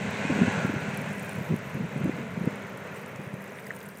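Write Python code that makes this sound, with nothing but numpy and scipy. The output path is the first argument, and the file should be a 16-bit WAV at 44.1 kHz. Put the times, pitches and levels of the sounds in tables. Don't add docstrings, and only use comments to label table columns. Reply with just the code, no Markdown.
import sys
import numpy as np
from scipy import signal
from scipy.fft import rfft, irfft
from scipy.io import wavfile

SR = 44100
rng = np.random.default_rng(int(sys.argv[2]) if len(sys.argv) > 2 else 0)


def materialize(psi):
    bounded = np.clip(np.atleast_2d(psi).T, -1, 1)
    quanta = np.round(bounded * 32767).astype(np.int16)
    wavfile.write(sys.argv[1], SR, quanta)


N = 176400


def from_db(db):
    return 10 ** (np.asarray(db) / 20)


def rms_one(x):
    return x / np.sqrt(np.mean(x ** 2) + 1e-20)


def in_time(rows):
    s, *columns = np.transpose(rows)
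    return [np.interp(np.arange(N) / SR, s, column) for column in columns]


def at_hz(points, hz):
    table_hz, table_db = np.array(points).T
    return np.interp(np.log(hz), np.log(table_hz), table_db)


def drift(rate_hz):
    step = 40
    r = np.exp(-2 * np.pi * rate_hz * step / SR)
    noise = rng.standard_normal(N // step + 2002)
    slow = signal.lfilter([1], [1, -2 * r, r * r], noise)[2000:]
    return np.interp(np.arange(N) / step, np.arange(len(slow)), rms_one(slow - slow.mean()))


def bands():
    edges = 150 * 2 ** (np.arange(76) / 12)
    white = rng.standard_normal((2, N + 8000))
    for k, (low, high) in enumerate(zip(edges, edges[1:])):
        sos = signal.butter(3, [low, high], "band", fs=SR, output="sos")
        yield np.sqrt(low * high), signal.sosfilt(sos, white[k % 2])[8000:]


def coloured(x, spectrum):
    hz = np.maximum(np.arange(N // 2 + 1) * SR / N, 1)
    return rms_one(irfft(rfft(x) * from_db(at_hz(spectrum, hz)), N))


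def blips(s, db, hz, length, edge=0):
    out = np.zeros(N)
    turns = rng.random(len(s))
    for middle, gain, pitch, span, turn in zip(s, from_db(db), hz, length + 0 * s, turns):
        first = max(int((middle - 4 * span) * SR), 0)
        last = min(int((middle + 4 * span) * SR), N)
        i = np.arange(first, last)
        t = i / SR - middle
        phase = 2 * np.pi * (pitch * t + turn)
        wave = np.sin(phase) + edge * np.sin(2 * phase) + edge ** 2 * np.sin(3 * phase)
        out[i] += gain * np.exp(-.5 * (t / span) ** 2) * wave
    return out


# (f/Hz, level/dB per Hz)
NEAR_COLOUR = [(150, -39), (260, -10), (340, -10), (385, -12.5), (430, -2.5), (900, -4.5), (1050, -4.5),
               (1220, -17), (1330, -8), (1440, 0), (1700, -3.5), (1850, -10.5), (2050, -3), (2620, -7.5),
               (2850, -11), (3600, -18.5), (4000, -15.5), (5000, -27.5), (6250, -20.5), (7900, -20),
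               (9500, -31.5), (11500, -79)]
# (f/Hz, level/dB per Hz)
FAR_COLOUR = [(150, -47), (260, -6.5), (340, -7), (420, -0.5), (660, -3), (735, -10), (922, -7), (1140, -9),
              (1500, -9), (2020, -8), (2650, -15.5), (2900, -19), (3460, -25), (3840, -25.5), (4860, -34),
              (6360, -29.5), (9000, -39.5), (11500, -47)]
# (t/s, low band level/dB, middle band level/dB, high band level/dB)
BAND_SWELLS = [(0, -5, -5, -2), (.17, -3, 1, 5.5), (.3, -6, -1, 4.5), (.42, 0, 1, 7), (.52, 5, 5, -2),
               (.67, 9, 3, 3), (.95, 2, -1, 3.5), (1.15, -1, 2.5, 7), (1.4, 0., 0, 1.5), (2.2, 1, -2.5, 2),
               (2.7, 4.5, -5, -1.5), (3.3, 1.5, 2, 5.5), (4, 2.5, 3.5, -5)]
SWELL_CENTRES = [1417, 1620, 2540]
SWELL_OCTAVES = 0.057
FLUTTER_DB, FLUTTER_HZ = 1.07, 12
SHARED_DB, SHARED_HZ = 0.8, 3.24
RASP_DB = .9
AIR_CUT_HZ = 9400


def roar(far, blade_phase):
    swells_db = in_time(BAND_SWELLS)
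    shared_db = SHARED_DB * drift(SHARED_HZ)
    noise, power = 0, 0
    for hz, band in bands():
        colour_db = (1 - far) * at_hz(NEAR_COLOUR, hz) + far * at_hz(FAR_COLOUR, hz)
        for centre, db in zip(SWELL_CENTRES, swells_db):
            colour_db = colour_db + db * np.exp(-(np.log2(hz / centre) / SWELL_OCTAVES) ** 2)
        gain = from_db(colour_db)
        if 700 < hz < 3000:
            power = power + gain ** 2 * np.mean(band ** 2)
        noise = noise + gain * from_db(shared_db + FLUTTER_DB * drift(FLUTTER_HZ)) * band
    noise = signal.sosfilt(signal.butter(3, AIR_CUT_HZ, fs=SR, output="sos"), noise)
    return noise / np.sqrt(power) * from_db(RASP_DB * np.sin(blade_phase))


# (multiple of the blade rate, peak level/dB over the roar's level, before it wavers)
BLADE_TONES = [(1, -13), (2, -3), (4, -8.5), (5, -13.5), (6, -19.5)]
BLADE_FADE_DB, BLADE_FADE_HZ = 1.46, 17.0


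def blade_tones(blade_phase):
    tones = 0
    for multiple, db in BLADE_TONES:
        gain = from_db(db + BLADE_FADE_DB * drift(BLADE_FADE_HZ))
        tones = tones + gain * np.sin(multiple * blade_phase + 2 * np.pi * rng.random())
    return tones


# (t/s, level/dB of the roar from 700 to 3000 Hz, distance from near 0 to far 1)
FLIGHT = [(0, -37.5, 0.32), (.45, -33.5, 0.35), (.95, -39, 0.52), (1.7, -43, 0.71), (2.1, -43, 0.67),
          (2.6, -43, 0.84), (3.3, -46, 1.), (4, -48.5, 0.79)]
BLADE_HZ, BLADE_SAG_HZ_PER_S = 100.5, .6
BLADE_WOBBLE, WOBBLE_HZ = 0.0017, 2.2


def plane():
    level_db, far = in_time(FLIGHT)
    blade_hz = BLADE_HZ - BLADE_SAG_HZ_PER_S * np.arange(N) / SR
    blade_hz = blade_hz * (1 + BLADE_WOBBLE * drift(WOBBLE_HZ))
    blade_phase = 2 * np.pi * np.cumsum(blade_hz) / SR
    return from_db(level_db) * (roar(np.clip(far, 0, 1), blade_phase) + blade_tones(blade_phase))


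# (t/s, level/dB before the lumps)
BREEZE = [(0.0, -28.5), (0.12, -37.5), (0.3, -35), (0.46, -34), (0.67, -39), (0.92, -35.5), (1.11, -38.5),
          (1.75, -39.5), (1.94, -41), (2.45, -40), (2.62, -43.5), (2.9, -46.5), (3.23, -45), (3.43, -47.5),
          (3.88, -48.5), (4.0, -48)]
# (f/Hz, level/dB per Hz, only the balance counts)
RUMBLE_COLOUR = [(30, -82), (60, -19), (90, -9.5), (130, 2.5), (200, 4.5), (260, -5.5), (340, -20),
                 (500, -46), (1500, -100)]
LUMPY_DB, LUMPY_HZ = 2, 20.0


def wind_rumble():
    breeze_db, = in_time(BREEZE)
    rumble = coloured(rng.standard_normal(N), RUMBLE_COLOUR)
    return from_db(breeze_db + LUMPY_DB * drift(LUMPY_HZ)) * rumble


FIZZ_PER_S = 500
FIZZ_PITCHES, FIZZ_LOW_HZ, FIZZ_HIGH_HZ = 14, 4880, 15900
FIZZ_CYCLES = 40
FIZZ_SPREAD_DB = 4.3
FIZZ_SWELL_DB, FIZZ_CLUMP_DB, FIZZ_PATCH_DB = 2.0, 5, 3.5


def fizz():
    sizes = from_db(FIZZ_SPREAD_DB * np.minimum(rng.exponential(1, N), 3.5)) * rng.choice([-1, 1], N)
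    luck = rng.random(N)
    shared_db = FIZZ_SWELL_DB * drift(3.9) + FIZZ_CLUMP_DB * drift(60.0)
    dealt = rng.integers(0, FIZZ_PITCHES, N)
    total = 0
    for k, hz in enumerate(np.linspace(FIZZ_LOW_HZ, FIZZ_HIGH_HZ, FIZZ_PITCHES)):
        r = from_db(-60 * hz / (FIZZ_CYCLES * SR))
        w = 2 * np.pi * hz / SR
        born = luck < FIZZ_PER_S * from_db(shared_db + FIZZ_PATCH_DB * drift(20.0)) / SR
        pops = sizes * born * (dealt == k) + 1e-18
        total = total + rms_one(signal.lfilter([1, 0, -1], [1, -2 * r * np.cos(w), r * r], pops))
    return rms_one(total)


# (f/Hz, level/dB per Hz, only the balance counts)
WATER_COLOUR = [(2000, -32), (3800, -11), (5000, -5), (6500, -4.5), (8800, -0.5), (10500, -4.5),
                (12100, -8.5), (14000, -0.5), (15000, -3), (16000, -14)]
# (t/s, level/dB before the treble change, extra treble level/dB)
FOAM = [(0, -63.5, 0), (.3, -63, 0), (.9, -61.5, 0), (1.2, -56, -2), (1.6, -64, 3), (2.2, -65.5, 2),
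        (2.7, -63.5, 1), (3.2, -62.5, 0.5), (3.6, -60.5, 1), (4, -59.5, 1)]
HISS_DB = -2.5
FOAM_TREBLE_HZ = 11500


def foam():
    wash = coloured(fizz() + from_db(HISS_DB) * rng.standard_normal(N), WATER_COLOUR)
    foam_db, treble_db = in_time(FOAM)
    high_pass = signal.butter(2, FOAM_TREBLE_HZ, "high", fs=SR, output="sos")
    treble = signal.sosfiltfilt(high_pass, wash)
    return from_db(foam_db) * (wash + (from_db(treble_db) - 1) * treble)


# (t/s, peak level/dB, f/Hz, bandwidth f/Hz)
TICKS = [(0.109, -35, 12700.0, 4600.0), (0.524, -37.0, 9100.0, 3900.0), (0.665, -38, 11800.0, 5800.0),
         (0.89, -43.0, 8100.0, 3800.0), (0.946, -36, 9300.0, 2100.0), (0.9744, -27, 11100, 2600.0),
         (1.0146, -36, 11300.0, 2800.0), (1.0906, -40, 8000, 1900.0), (1.1293, -42, 9000.0, 2700.0),
         (1.1821, -40, 8600.0, 1500.0), (1.1966, -32, 8750, 1600.0), (1.2471, -33, 9800.0, 4600.0),
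         (1.2942, -28, 9050, 2600.0), (1.3129, -42.0, 9700.0, 2700.0), (1.332, -38, 9400, 1800.0),
         (1.385, -43, 7500.0, 2000.0), (1.5637, -31, 12500.0, 5500.0), (1.700, -43, 13800, 2500),
         (1.745, -38, 12500, 3500), (1.791, -44, 14300, 2500), (1.9782, -39, 9750, 2800.0),
         (2.044, -34.5, 12000.0, 4830), (2.4557, -36, 11900.0, 4400.0), (2.5577, -39.5, 8900.0, 2600.0),
         (2.7753, -35, 9750, 4300.0), (2.966, -40, 8300, 2700.0), (3.062, -36.5, 8500, 3800.0),
         (3.161, -36, 6950, 3500), (3.342, -39, 10500, 4000), (3.4433, -37, 11600.0, 3900.0),
         (3.5837, -38, 9900.0, 4100.0), (3.6679, -34.5, 9200, 4000.0), (3.6712, -40, 10100.0, 3200.0),
         (3.6834, -40.0, 14200.0, 2300.0), (3.765, -33.5, 8900.0, 2400.0), (3.800, -47, 13200, 2500),
         (3.8283, -41, 10700.0, 3700.0), (3.8308, -40, 13700.0, 2000.0), (3.8605, -42, 9100.0, 3300.0),
         (3.889, -34, 12000, 2200.0), (3.9745, -39, 12300.0, 3700.0), (3.9846, -35.0, 11800.0, 5200.0),
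         (3.9887, -44.0, 10300.0, 2200.0)]
SPRAY_DB, SPRAY_S = -15, .0022


def foam_ticks():
    s, db, hz, width_hz = np.transpose(TICKS)
    starts = np.zeros(N)
    starts[(s * SR).astype(int)] = from_db(db + SPRAY_DB)
    puffs = signal.lfilter([1], [1, -np.exp(-1 / (SPRAY_S * SR))], starts + 1e-18)
    spray = puffs * coloured(rng.standard_normal(N), WATER_COLOUR)
    return spray + blips(s, db, hz, 1 / (np.pi * width_hz))


# (t/s, level/dB of the main wave's peak, f/Hz)
THUMPS = [(0.254, -22, 271), (0.302, -16, 293), (0.311, -17.5, 229), (0.325, -23, 216), (0.363, -20.5, 204),
          (0.379, -25, 270), (0.392, -16.5, 228), (0.412, -26, 193), (0.420, -11, 193), (0.434, -14, 208),
          (0.449, -20, 188), (0.482, -14.0, 197), (0.58, -24, 167), (0.651, -15.5, 183), (0.697, -20, 275),
          (0.74, -23, 263), (0.766, -21, 169), (1.386, -22.5, 201), (1.413, -26, 170), (1.502, -26.5, 157),
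          (1.513, -17, 180), (1.527, -19, 168), (1.54, -18.5, 192), (1.752, -26.5, 171),
          (1.762, -28.5, 223), (1.774, -25, 192), (1.801, -30, 192), (1.811, -21.5, 183), (1.825, -26, 226),
          (1.845, -23, 168), (1.963, -22, 210), (1.979, -28.5, 180), (2.016, -21.5, 185),
          (2.042, -24.5, 156), (2.059, -15.5, 273), (2.08, -23.5, 147), (2.096, -17.5, 290),
          (2.141, -29, 179), (2.189, -27.5, 257), (2.211, -28.0, 201), (2.346, -36, 170),
          (2.379, -22.5, 188), (2.418, -23.5, 179), (2.446, -27, 182), (2.476, -14.5, 223),
          (3.196, -27.5, 180), (3.276, -30.5, 149), (3.342, -28, 172)]
# (f/Hz, level/dB per Hz, only the balance counts)
RUSH_COLOUR = [(40, -43), (90, -4.5), (140, 7), (330, -4.5), (600, -12.5), (1000, -36.5), (2000, -70),
               (4000, -110)]
RUSH_DB, RUSH_S = -13, 0.01
THUMP_CYCLES, THUMP_EDGE = 0.63, 0.2


def wind_thumps():
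    s, db, hz = np.transpose(THUMPS)
    t = np.arange(N) / SR
    gust_power = 0
    for middle, peak_db in zip(s, db):
        gust_power = gust_power + from_db(2 * (peak_db + RUSH_DB)) * np.exp(-((t - middle) / RUSH_S) ** 2)
    rush = np.sqrt(gust_power) * coloured(rng.standard_normal(N), RUSH_COLOUR)
    return rush + blips(s, db, hz, THUMP_CYCLES / hz, THUMP_EDGE)


# (t/s, peak level/dB, f/Hz, half-length t/s)
DROPS = [(3.588, -33.5, 2110, .0006), (3.5885, -40, 3300, 0.00036), (3.667, -46, 4900, .0006),
         (3.671, -33, 1940, 0.0012), (3.7073, -22, 1834, 0.0009), (3.7122, -29, 1530, 0.00052),
         (3.814, -33.5, 2900, 0.00013), (3.894, -44, 4700, .0002)]


def drops():
    return blips(*np.transpose(DROPS))


def scene():
    return (plane() + wind_rumble() + foam() + foam_ticks() + wind_thumps() + drops())[None]


CUTOFF_HZ = 15850


def record(dry):
    return signal.sosfilt(signal.ellip(12, .3, 60, CUTOFF_HZ, fs=SR, output="sos"), dry)


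dry = scene()
out = record(dry)
materialize(out)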